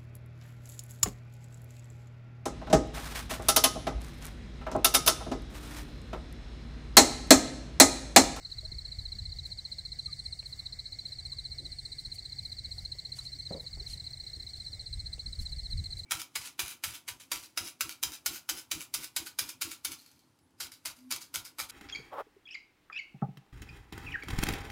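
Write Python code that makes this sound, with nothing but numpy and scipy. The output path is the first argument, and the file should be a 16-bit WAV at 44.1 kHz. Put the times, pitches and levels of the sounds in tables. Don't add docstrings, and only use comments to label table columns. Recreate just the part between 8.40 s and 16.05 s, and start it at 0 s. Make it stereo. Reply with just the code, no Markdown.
import sys
import numpy as np
from scipy import signal
from scipy.io import wavfile
from scipy.ndimage import uniform_filter1d

SR = 44100
rng = np.random.default_rng(int(sys.argv[2]) if len(sys.argv) > 2 else 0)


def ratio_of_db(decibels):
    return 10 ** (np.asarray(decibels, float) / 20)


def transcribe(signal):
    frames = np.atleast_2d(signal).T
    limited = np.clip(frames, -1, 1)
    pcm = np.round(limited * 32767).astype(np.int16)
    wavfile.write(sys.argv[1], SR, pcm)


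N = 337365


def evened(x):
    return x / np.sqrt(np.mean(x ** 2) + 1e-20)


def read(points, hz, order=1):
    rows = np.transpose(points)
    return np.interp(np.log(hz + 1), np.log(rows[0] + 1), rows[order])


def curve(rows, order=1):
    rows = np.transpose(rows)
    return np.interp(np.arange(N) / SR, rows[0], rows[order])


def swells(rows, rest_db):
    rise_share, edge_db = 0.46, -9.5
    t = np.arange(N) / SR
    power = ratio_of_db(2 * rest_db) * np.ones(N)
    for peak_s, db, length in rows:
        u = (t - peak_s) / (length * np.where(t < peak_s, rise_share, 1 - rise_share))
        power += ratio_of_db(2 * (db + edge_db * np.minimum(abs(u), 9) ** 1.35))
    return np.sqrt(power)


def add(mix, s, sound):
    part = mix[:, round(s * SR):][:, :sound.shape[1]]
    part += sound[:, :part.shape[1]]


def sides(pan_db):
    return ratio_of_db(np.array([[pan_db / 2], [-pan_db / 2]]))


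def resonate(x, hz, width):
    turn = np.exp(2j * np.pi * np.cumsum(hz * np.ones(x.shape[-1])) / SR)
    r = np.exp(-np.pi * width / SR)
    return 2 * (turn * signal.lfilter([1 - r], [1, -r], x / turn)).real


def resonate_thrice(x, hz, width):
    return resonate(resonate(resonate(x, hz, width), hz, width), hz, width)


def bins(size):
    return np.fft.rfftfreq(size, 1 / SR)


def noise(spectrum_db, like, lead, patchy_db, flicker_db, size):
    frames, hz = 4 * N // size + 5, bins(size)
    a, b, c, d, patches = rng.standard_normal((frames, len(hz), 5)).T
    flicker = evened(uniform_filter1d(patches[0], size=3)) * np.reshape(flicker_db, (-1, 1))
    patches = evened(uniform_filter1d(uniform_filter1d(patches, size=8, axis=0), size=10, axis=1))
    same = np.clip(like * np.ones(len(hz)), 0, 1)[:, None]
    left = a + 1j * b
    late = np.exp(-2j * np.pi * hz * lead / SR)[:, None]
    right = same * left * late + np.sqrt(1 - same ** 2) * (c + 1j * d)
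    z = np.array([left, right]) * ratio_of_db(spectrum_db[..., None] + patchy_db * patches + flicker)
    return evened(signal.istft(z, nperseg=size, noverlap=3 * size // 4)[1][:, :N])


def chirps(runs, rate, uneven_db):
    rows = []
    for first, last, db in runs:
        count = round((last - first) * rate) + 1
        rows += [(s, db) for s in np.linspace(first, last, count)]
    rows = np.array(rows)
    return rows + rng.standard_normal(rows.shape) * [.0004, uneven_db]


def trill(calls, hz, fall, length, second_db, third_db, pan_db, lead):
    click_db, click_s, click_hz = 2, .00008, 6800
    out = np.zeros((2, N))
    t = np.arange(round(length * SR) + 30) / SR - np.array([[0], [lead]]) / SR + min(lead, 0) / SR
    u = np.clip(t / length, 0, 1)
    attack = np.sin(np.pi / 2 * np.minimum(u / 0.21, 1)) ** 2
    release = np.sin(np.pi / 2 * np.minimum((1 - u) / 0.44, 1)) ** 1.24
    shape = attack * release
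    slide = length * u ** 2.4 / 2.4
    shadow = ratio_of_db(np.array([[0], [-9]]))
    click = np.exp(-((t - .0045) / click_s) ** 2) * np.cos(2 * np.pi * click_hz * (t - .0045))
    burst = np.exp(-u / 0.15) * (u > 0) * np.minimum(u / 0.021, 1)
    for (s, db), (pitch, slope, phase, wobble) in zip(calls, rng.standard_normal((len(calls), 4))):
        turn = 2 * np.pi * (hz * (1 + .006 * pitch) * t - fall * (1 + 0.098 * slope) * slide + phase)
        high = ratio_of_db(second_db + 2.05 * wobble) * np.cos(2 * turn)
        high = high + ratio_of_db(third_db + 3.2 * slope) * np.cos(3 * turn)
        snap = ratio_of_db(second_db - 7 + 2.5 * pitch) * burst * np.sin(1.45 * turn)
        snap = snap + ratio_of_db(second_db + click_db + 4 * slope) * click
        overtones = shape ** 2.0 * ratio_of_db(1.5 - 6.3 * u) * high
        add(out, s, ratio_of_db(db) * sides(pan_db) * (shape * np.cos(turn) + shadow * (overtones + snap)))
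    return out


def near_frogs():
    # first_chirp_s, last_chirp_s, level_db
    nearest_runs = [(0.0472, 0.516, -33), (0.5845, 1.0514, -33), (1.115, 1.516, -33), (1.5864, 1.724, -31),
                    (1.789, 2.2558, -33), (2.3214, 3.181, -33), (3.251, 3.715, -33.5),
                    (3.7814, 3.918, -35.5), (3.9828, 4.182, -33), (4.245, 4.5833, -33.5),
                    (4.649, 4.784, -34), (4.861, 5.663, -33.5), (5.73, 6.1982, -35), (6.2617, 6.658, -34.5),
                    (6.7268, 6.989, -35), (7.057, 7.387, -34), (7.4554, 7.59, -33)]
    right_runs = [(0.063, 0.207, -41), (0.275, 0.817, -40), (0.89, 1.383, -40), (1.452, 1.711, -40.5),
                  (1.782, 2.398, -40.5), (2.467, 3.037, -40), (3.106, 3.662, -40), (3.754, 4.094, -40),
                  (4.166, 4.448, -39), (4.517, 4.808, -40), (4.879, 5.161, -39.5), (5.272, 5.497, -38.5),
                  (5.571, 5.804, -41.5), (5.874, 6.391, -39.5), (6.456, 7.091, -40), (7.16, 7.58, -38.5)]
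    bright_runs = [(0.046, 0.455, -48), (1.323, 1.928, -41), (1.06, 1.257, -47), (1.993, 2.259, -43.5),
                   (2.328, 2.592, -46), (2.661, 3.261, -40), (3.328, 3.722, -40.5), (3.789, 4.122, -38.5),
                   (4.188, 4.717, -39.5), (4.783, 5.12, -39.5), (5.509, 5.835, -41), (5.897, 6.343, -41),
                   (6.408, 6.73, -39), (6.795, 7.632, -39.5)]
    farther_runs = [(0.03, 0.374, -54), (0.451, 0.595, -51.5), (.763, 0.988, -51), (1.064, 1.478, -52),
                    (1.552, 1.697, -49), (1.768, 2.874, -50.5), (2.943, 3.912, -52), (3.975, 4.761, -49),
                    (4.82, 5.24, -48), (5.309, 5.667, -49)]
    faint_runs = [
        (1.33, 2.49, -64),
        (2.555, 3.723, -67),
        (3.798, 4.486, -53),
    ]
    # start_hz, total_fall_hz, length_s, second_harmonic_db, third_harmonic_db,
    # left_right_db, left_lead_samples
    voices = [
        (4293, 469, 0.01764, -22, -46, 1.5, 12.5),
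        (4658, 667, 0.01705, -22.5, -37, -8, -14),
        (4200, 200, 0.0135, -8, -31, 3.5, 12.5),
        (4720, 340, 0.0147, -21.5, -52, -5, -2),
        (4690, 440, .016, -24, -52, -8, -7.5),
    ]
    paces = (15.0, 14.2, 15.3, 14.3, 14.6)
    uneven_db = (.9, .8, .6, 1.2, 1.1)
    runs = (nearest_runs, right_runs, bright_runs, farther_runs, faint_runs)
    out = np.zeros((2, N))
    for frog_runs, pace, spread_db, voice in zip(runs, paces, uneven_db, voices):
        out += trill(chirps(frog_runs, pace, spread_db), *voice)
    return out


def far_frogs():
    # chirps_per_s, start_hz, level_db, left_right_db, left_lead_samples
    chorus = [
        (16.24, 4450, -66, -15, -25),
        (13.66, 4150, -52.5, -13, 8.5),
        (14.6, 4200, -64, 2, 14.5),
        (14.83, 4500, -57, -9.5, -12.5),
        (16.2, 4300, -57, -6, 2.5),
        (12.97, 4400, -55, 0, 19.5),
        (13.68, 4450, -53, -8, 8),
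        (32.46, 4550, -57.5, -5, -10.5),
        (14.6, 3800, -64, -7, 18.5),
    ]
    out = np.zeros((2, N))
    for rate, hz, db, pan_db, lead in chorus:
        drift = np.cumsum(rng.standard_normal((130, 2)), axis=0)
        times = np.cumsum(1 + .006 * drift[:, 0]) / rate - rng.random() / rate
        calls = [(s, db + 0.45 * d) for s, d in zip(times, drift[:, 1]) if 0 < s < N / SR]
        out += trill(calls, hz, 420, 0.0159, -14, -30, pan_db, lead)
    return out


def croaks():
    # calls_per_s, pulses_per_s, throat_hz, level_db
    croakers = [
        (6.1, 125, 2061, -77),
        (5.4, 88, 2141, -77),
        (6.9, 110, 2013, -78),
        (7.4, 70, 1720, -81),
        (3.1, 60, 707, -81.5),
    ]
    t, out = np.arange(N) / SR, np.zeros(N + 40)
    for rate, pulses, hz, db in croakers:
        wander = evened(uniform_filter1d(rng.standard_normal((2, N)), size=3000, axis=1))
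        calling = 2 * np.pi * np.cumsum(rate * (1 + 0.237 * wander[0])) / SR
        burst = np.maximum(np.sin(calling + 6 * rng.random()) + 0.18, 0)
        clicks = np.diff(np.floor(np.cumsum(pulses * (1 + .15 * wander[1])) / SR), prepend=0)
        out[40:] += ratio_of_db(db) * evened(resonate(resonate(burst * clicks, hz, 210), hz, 210))
    return np.array([out[40:], np.roll(out, 18)[40:]]) * sides(1.6)


def yard(x):
    taps = np.zeros((2, SR // 2))
    at = np.arange(200, SR // 2 - 20, 20) + rng.integers(0, 20, (2, (SR // 2 - 201) // 20))
    np.put_along_axis(taps, at, rng.choice([-1., 1.], at.shape), 1)
    taps *= ratio_of_db(-60 * np.arange(SR // 2) / SR / 0.14)
    return signal.fftconvolve(x, taps / np.linalg.norm(taps[0]), axes=1)[:, :N]


def thunder():
    # pitch_hz, level_db (per Hz)
    rumble = [(12, -27), (20, -22), (38, -2), (86, 2), (140, -8.5), (162, -15), (203, -21), (248, -29.5),
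              (319, -28), (400, -27), (520, -60), (880, -120)]
    # time_s, level_db
    loudness = [
        (0, -54),
        (2, -53),
        (4.4, -51.5),
        (6.3, -52.5),
        (7.65, -49),
    ]
    return ratio_of_db(curve(loudness)) * noise(read(rumble, bins(4096)), 0.93, 0.0, 1.3, 1.1, size=4096)


def wind():
    # pitch_hz, level_db (per Hz)
    gust_colour = [(15, -6.5), (35, 9.5), (70, 8), (130, -7), (250, -25), (500, -53), (900, -66)]
    # peak_s, level_db, length_s
    gusts = [(.3, -42.5, 0.28), (.6, -40.5, 0.1), (.8, -42.5, 0.58), (1.5, -47, 0.092),
             (1.66, -46.5, 0.093), (1.89, -46, 0.072), (2.44, -53, 0.14), (3.29, -53, 0.17),
             (3.68, -52, 0.092), (4.35, -48.5, 0.38), (4.85, -50, 0.043), (5.37, -40.5, 0.089),
             (5.53, -44.5, 0.21), (6.18, -50.5, 0.15), (6.6, -41, 0.25), (6.88, -33.5, 0.041),
             (7.01, -36, 0.09), (7.2, -42, 0.69), (7.37, -33, 0.15), (7.48, -46, 0.13)]
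    steady = 0.8
    lumps = noise(read(gust_colour, bins(2048)), 0.92, 0, 3.6, 2.5, size=2048)
    power = uniform_filter1d((lumps ** 2).mean(0), size=4000)
    return swells(gusts, -59.5) * evened(lumps / power ** (steady / 2)) * sides(-8.0)


def motor_hum():
    # time_s, pitch_hz, level_db
    hum = [
        (0, 132.9, -73),
        (1.7, 136, -63),
        (2.75, 126, -63),
        (2.9, 131.5, -58),
        (4.2, 131.5, -59),
        (4.45, 125, -57.5),
        (4.9, 130, -58.5),
        (5.3, 129, -64.5),
        (6.3, 130.3, -61),
        (7.65, 133.4, -68),
    ]
    pitch = curve(hum)
    steady = np.sin(2 * np.pi * np.cumsum(pitch) / SR)
    rough = evened(resonate(rng.standard_normal(N), pitch, 3.0))
    return ratio_of_db(curve(hum, order=2)) * evened(steady + 0.4 * rough) * sides(-2.5)


def cloth():
    # start_s, length_s, level_db, lowest_hz
    brushes = [(.09, 0.042, -75, 6000), (0.223, .045, -78, 10000), (.375, .03, -77, 10000),
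               (0.596, 0.067, -75, 10000), (2.684, .003, -70, 9000), (4.427, .004, -70, 9000),
               (5.099, .003, -70, 8500), (5.214, .003, -67, 12500), (5.935, .004, -66, 9000),
               (1.05, 0.04, -65, 7040), (2.04, 0.11, -67, 8950), (2.148, 0.11, -72, 10400),
               (2.648, 0.085, -75, 10000), (3.59, .04, -66.5, 7000), (3.735, 0.037, -58.5, 6440),
               (3.992, 0.17, -71, 10000), (4.284, 0.21, -70, 10000), (4.744, 0.078, -60, 4050),
               (4.818, 0.059, -63.5, 4200), (5.197, 0.053, -65.5, 10000), (5.462, 0.11, -58.5, 4020),
               (6.155, 0.035, -69, 8000), (6.3, 0.037, -72, 9000), (6.994, 0.056, -59.5, 5560),
               (7.435, 0.051, -73, 8000), (7.575, 0.031, -61.5, 7000)]
    out = np.zeros((2, N))
    port = signal.butter(6, 9000, fs=SR, output="sos")
    for s, length, db, low_hz in brushes:
        u = np.arange(round(1.2 * length * SR)) / (length * SR)
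        hiss, snags = rng.standard_normal((2, 2, 15000))[:, :, :len(u)]
        stroke = np.sin(np.pi * (u / 1.2) ** 0.67) ** 2.0
        grit = hiss * stroke * ratio_of_db(1.3 * evened(uniform_filter1d(snags[0], size=150)))
        bright = signal.sosfilt(signal.butter(2, low_hz, "high", fs=SR, output="sos"), grit)
        dull = signal.sosfilt(port, bright) + ratio_of_db(-13 - 4 * (low_hz < 5000)) * bright
        add(out, s, ratio_of_db(db + 14.0) * sides(11.7) * dull)
    return out


def knocks():
    # start_s, level_db, body_hz, width_hz,
    # ring_s
    taps = [(.095, -67, 300, 250, .2), (.1, -64, 3000, 1000, .04), (.228, -61, 635, 70, .12),
            (.23, -66, 420, 200, .15), (.319, -56, 300, 300, .04), (.343, -64, 350, 250, .1),
            (.61, -59, 850, 550, .03), (1.17, -67, 1500, 100, .1), (1.38, -65, 1620, 100, .12),
            (1.675, -61, 1215, 70, .08), (2.93, -67, 1100, 120, .08), (3.2, -59, 310, 110, .25),
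            (3.205, -65, 600, 300, .05), (3.228, -63, 520, 400, .06), (3.78, -60, 2200, 1800, .024),
            (4.38, -61, 750, 300, .04), (4.55, -62, 500, 500, .05), (4.78, -56, 1160, 800, .15),
            (5.372, -55, 650, 900, .13), (5.372, -60, 330, 200, .15), (5.41, -61, 380, 150, .1),
            (5.97, -61, 320, 200, .1), (6.16, -67, 2900, 1600, .05), (6.78, -59, 500, 500, .098),
            (6.87, -58, 200, 160, .15), (6.99, -56, 160, 140, .2), (4.95, -66, 260, 150, .4),
            (6.78, -65, 2900, 900, .06), (7.44, -62, 2770, 1600, .03)]
    # start_s, level_db
    bumps = [
        (5.107, -39),
        (5.145, -44.5),
        (5.162, -50.5),
        (5.18, -57),
        (5.2, -59),
        (5.235, -61.5),
    ]
    # level_db, pitch_hz, width_hz, ring_s
    case = [
        (0, 510, 300, 0.11),
        (-4, 165, 110, 0.07),
        (-9, 330, 220, .15),
        (-8, 780, 400, 0.14),
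        (-17, 1250, 600, .12),
    ]
    # level_db, pitch_hz, width_hz, ring_s
    latch = [
        (-53, 1500, 900, 0.016),
        (-52, 2500, 1800, .01),
        (-64, 600, 300, 0.05),
    ]
    latch_s = 2.028
    lag, same = 16, .7
    hits = taps + [(s, db + mode_db, *mode) for s, db in bumps for mode_db, *mode in case]
    hits = hits + [(latch_s, *mode) for mode in latch]
    out = np.zeros((2, N))
    t = np.arange(9000) / SR
    for s, db, hz, width, ring in hits:
        rattle = rng.standard_normal((2, 9000))
        rattle[1] = same * rattle[0] + np.sqrt(1 - same ** 2) * rattle[1]
        blow = rattle * ratio_of_db(-60 * t / ring) + 1.66 * np.exp(-t / 0.00029)
        body = resonate_thrice(blow, hz, 1.16 * width)
        both = np.array([body[0], np.roll(body[1], lag)])
        add(out, s, ratio_of_db(db + 10.5) * both / abs(body).max() * sides(3.1))
    return out


def night_air():
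    # pitch_hz, level_db (per Hz), left_right_db, left_right_likeness (0-1)
    air_colour = [(149, 2.5, 4, 1), (319, -10.5, 9.5, 0.9), (745, -7, 0, 0), (896, -14, 4, 0.57),
                  (1550, -14.5, 3, 0.33), (1884, -8, 1, 0), (2150, 0, 0.5, 0), (2443, -22.5, -4, 1),
                  (3500, -12, 6.5, 0), (3670, -6.5, 3.5, 0), (5640, -6, 7.5, 0.22), (5880, -9.5, -2.5, 0),
                  (8000, -7, 6, 0.24), (9200, -32.5, 10.5, 0.3), (15600, -26, 16, 0.6)]
    # time_s, level_db
    rustle = [
        (0, -2),
        (1.9, -1.5),
        (2.3, -1),
        (3.2, -1),
        (4.2, 1),
        (5.8, 3.5),
        (6.6, -.4),
        (7.65, 1),
    ]
    hz = bins(1024)
    tilt = np.array([[.5], [-.5]])
    colour = read(air_colour, hz) + tilt * read(air_colour, hz, order=2)
    flicker_db = 0.8 + 1.1 * (hz > 9300)
    air = noise(colour, read(air_colour, hz, order=3), 17.85, 1.88, flicker_db, size=1024)
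    leaves = signal.sosfilt(signal.butter(8, 9400, "high", fs=SR, output="sos"), air)
    return ratio_of_db(-56.5) * (air + (ratio_of_db(curve(rustle)) - 1) * np.roll(leaves, -2, axis=1))


def katydid():
    # peak_s, level_db, length_s
    wing_swells = [
        (1.83, -59, 0.56),
        (3.41, -58, 0.62),
    ]
    rest_db = -69.5 + 1.16 * np.arange(N) / SR
    wings = evened(resonate_thrice(rng.standard_normal((2, N)), 8420, 1400))
    return swells(wing_swells, rest_db) * ratio_of_db(-3.5) * wings * sides(5.1)


def road():
    # peak_s, level_db, length_s
    passes = [
        (.02, -70.5, 1.15),
        (2.2, -72, 0.62),
        (3.8, -83, 0.28),
        (5.35, -76, .9),
        (6.86, -74.5, 0.57),
    ]
    return swells(passes, -84) * evened(resonate(resonate(rng.standard_normal((2, N)), 1250, 970), 1250, 970))


def scene():
    calls, low = near_frogs() + far_frogs(), croaks()
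    frogs = calls + ratio_of_db(-14.5) * yard(calls) + low + ratio_of_db(2) * yard(low)
    storm = thunder() + wind() + motor_hum()
    return frogs + storm + cloth() + knocks() + night_air() + katydid() + road()


def muted(x):
    # pitch_hz, left_share (0-1), right_share (0-1)
    mute_share = [(800, 0, 0), (1000, .12, .12), (1550, .12, .12), (1750, 0, 0), (2300, 0, 0),
                  (2450, .13, .13), (3300, .13, .13), (3600, 0, 0), (9200, 0, 0), (9700, .18, .25),
                  (11300, .11, .35), (12300, 0, .12), (14000, 0, 0)]
    hz, _, z = signal.stft(x, SR, nperseg=1024, noverlap=768)
    band = np.floor(34 * np.log(1 + hz / 2500)).astype(int)
    _, first, which = np.unique(band, return_index=True, return_inverse=True)
    power = np.add.reduceat((abs(z) ** 2).sum(0), first, axis=0)
    power = np.repeat(uniform_filter1d(power, size=4, axis=1)[:, 2::4], 4, axis=1)[which]
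    rank = power.argsort(axis=1, kind="stable").argsort(axis=1) / power.shape[1]
    share = np.array([read(mute_share, hz, order=1), read(mute_share, hz, order=2)])[..., None]
    keep = np.ones(z.shape)
    keep[..., :rank.shape[1]] = np.where(rank < share, ratio_of_db(-35), 1)[..., :z.shape[2]]
    return signal.istft(z * keep, SR, nperseg=1024, noverlap=768)[1][:, :N]


def low_pass(x):
    return signal.sosfilt(signal.butter(12, 15820, fs=SR, output="sos"), x)


def record(dry):
    cut = signal.sosfilt(signal.butter(1, 18, "high", fs=SR, output="sos"), dry)
    edge = signal.firwin(1023, 15770, window=("kaiser", 9), fs=SR)
    return low_pass(signal.oaconvolve(muted(cut), edge[None], "same", axes=1))


dry = scene()
out = record(dry)
transcribe(out)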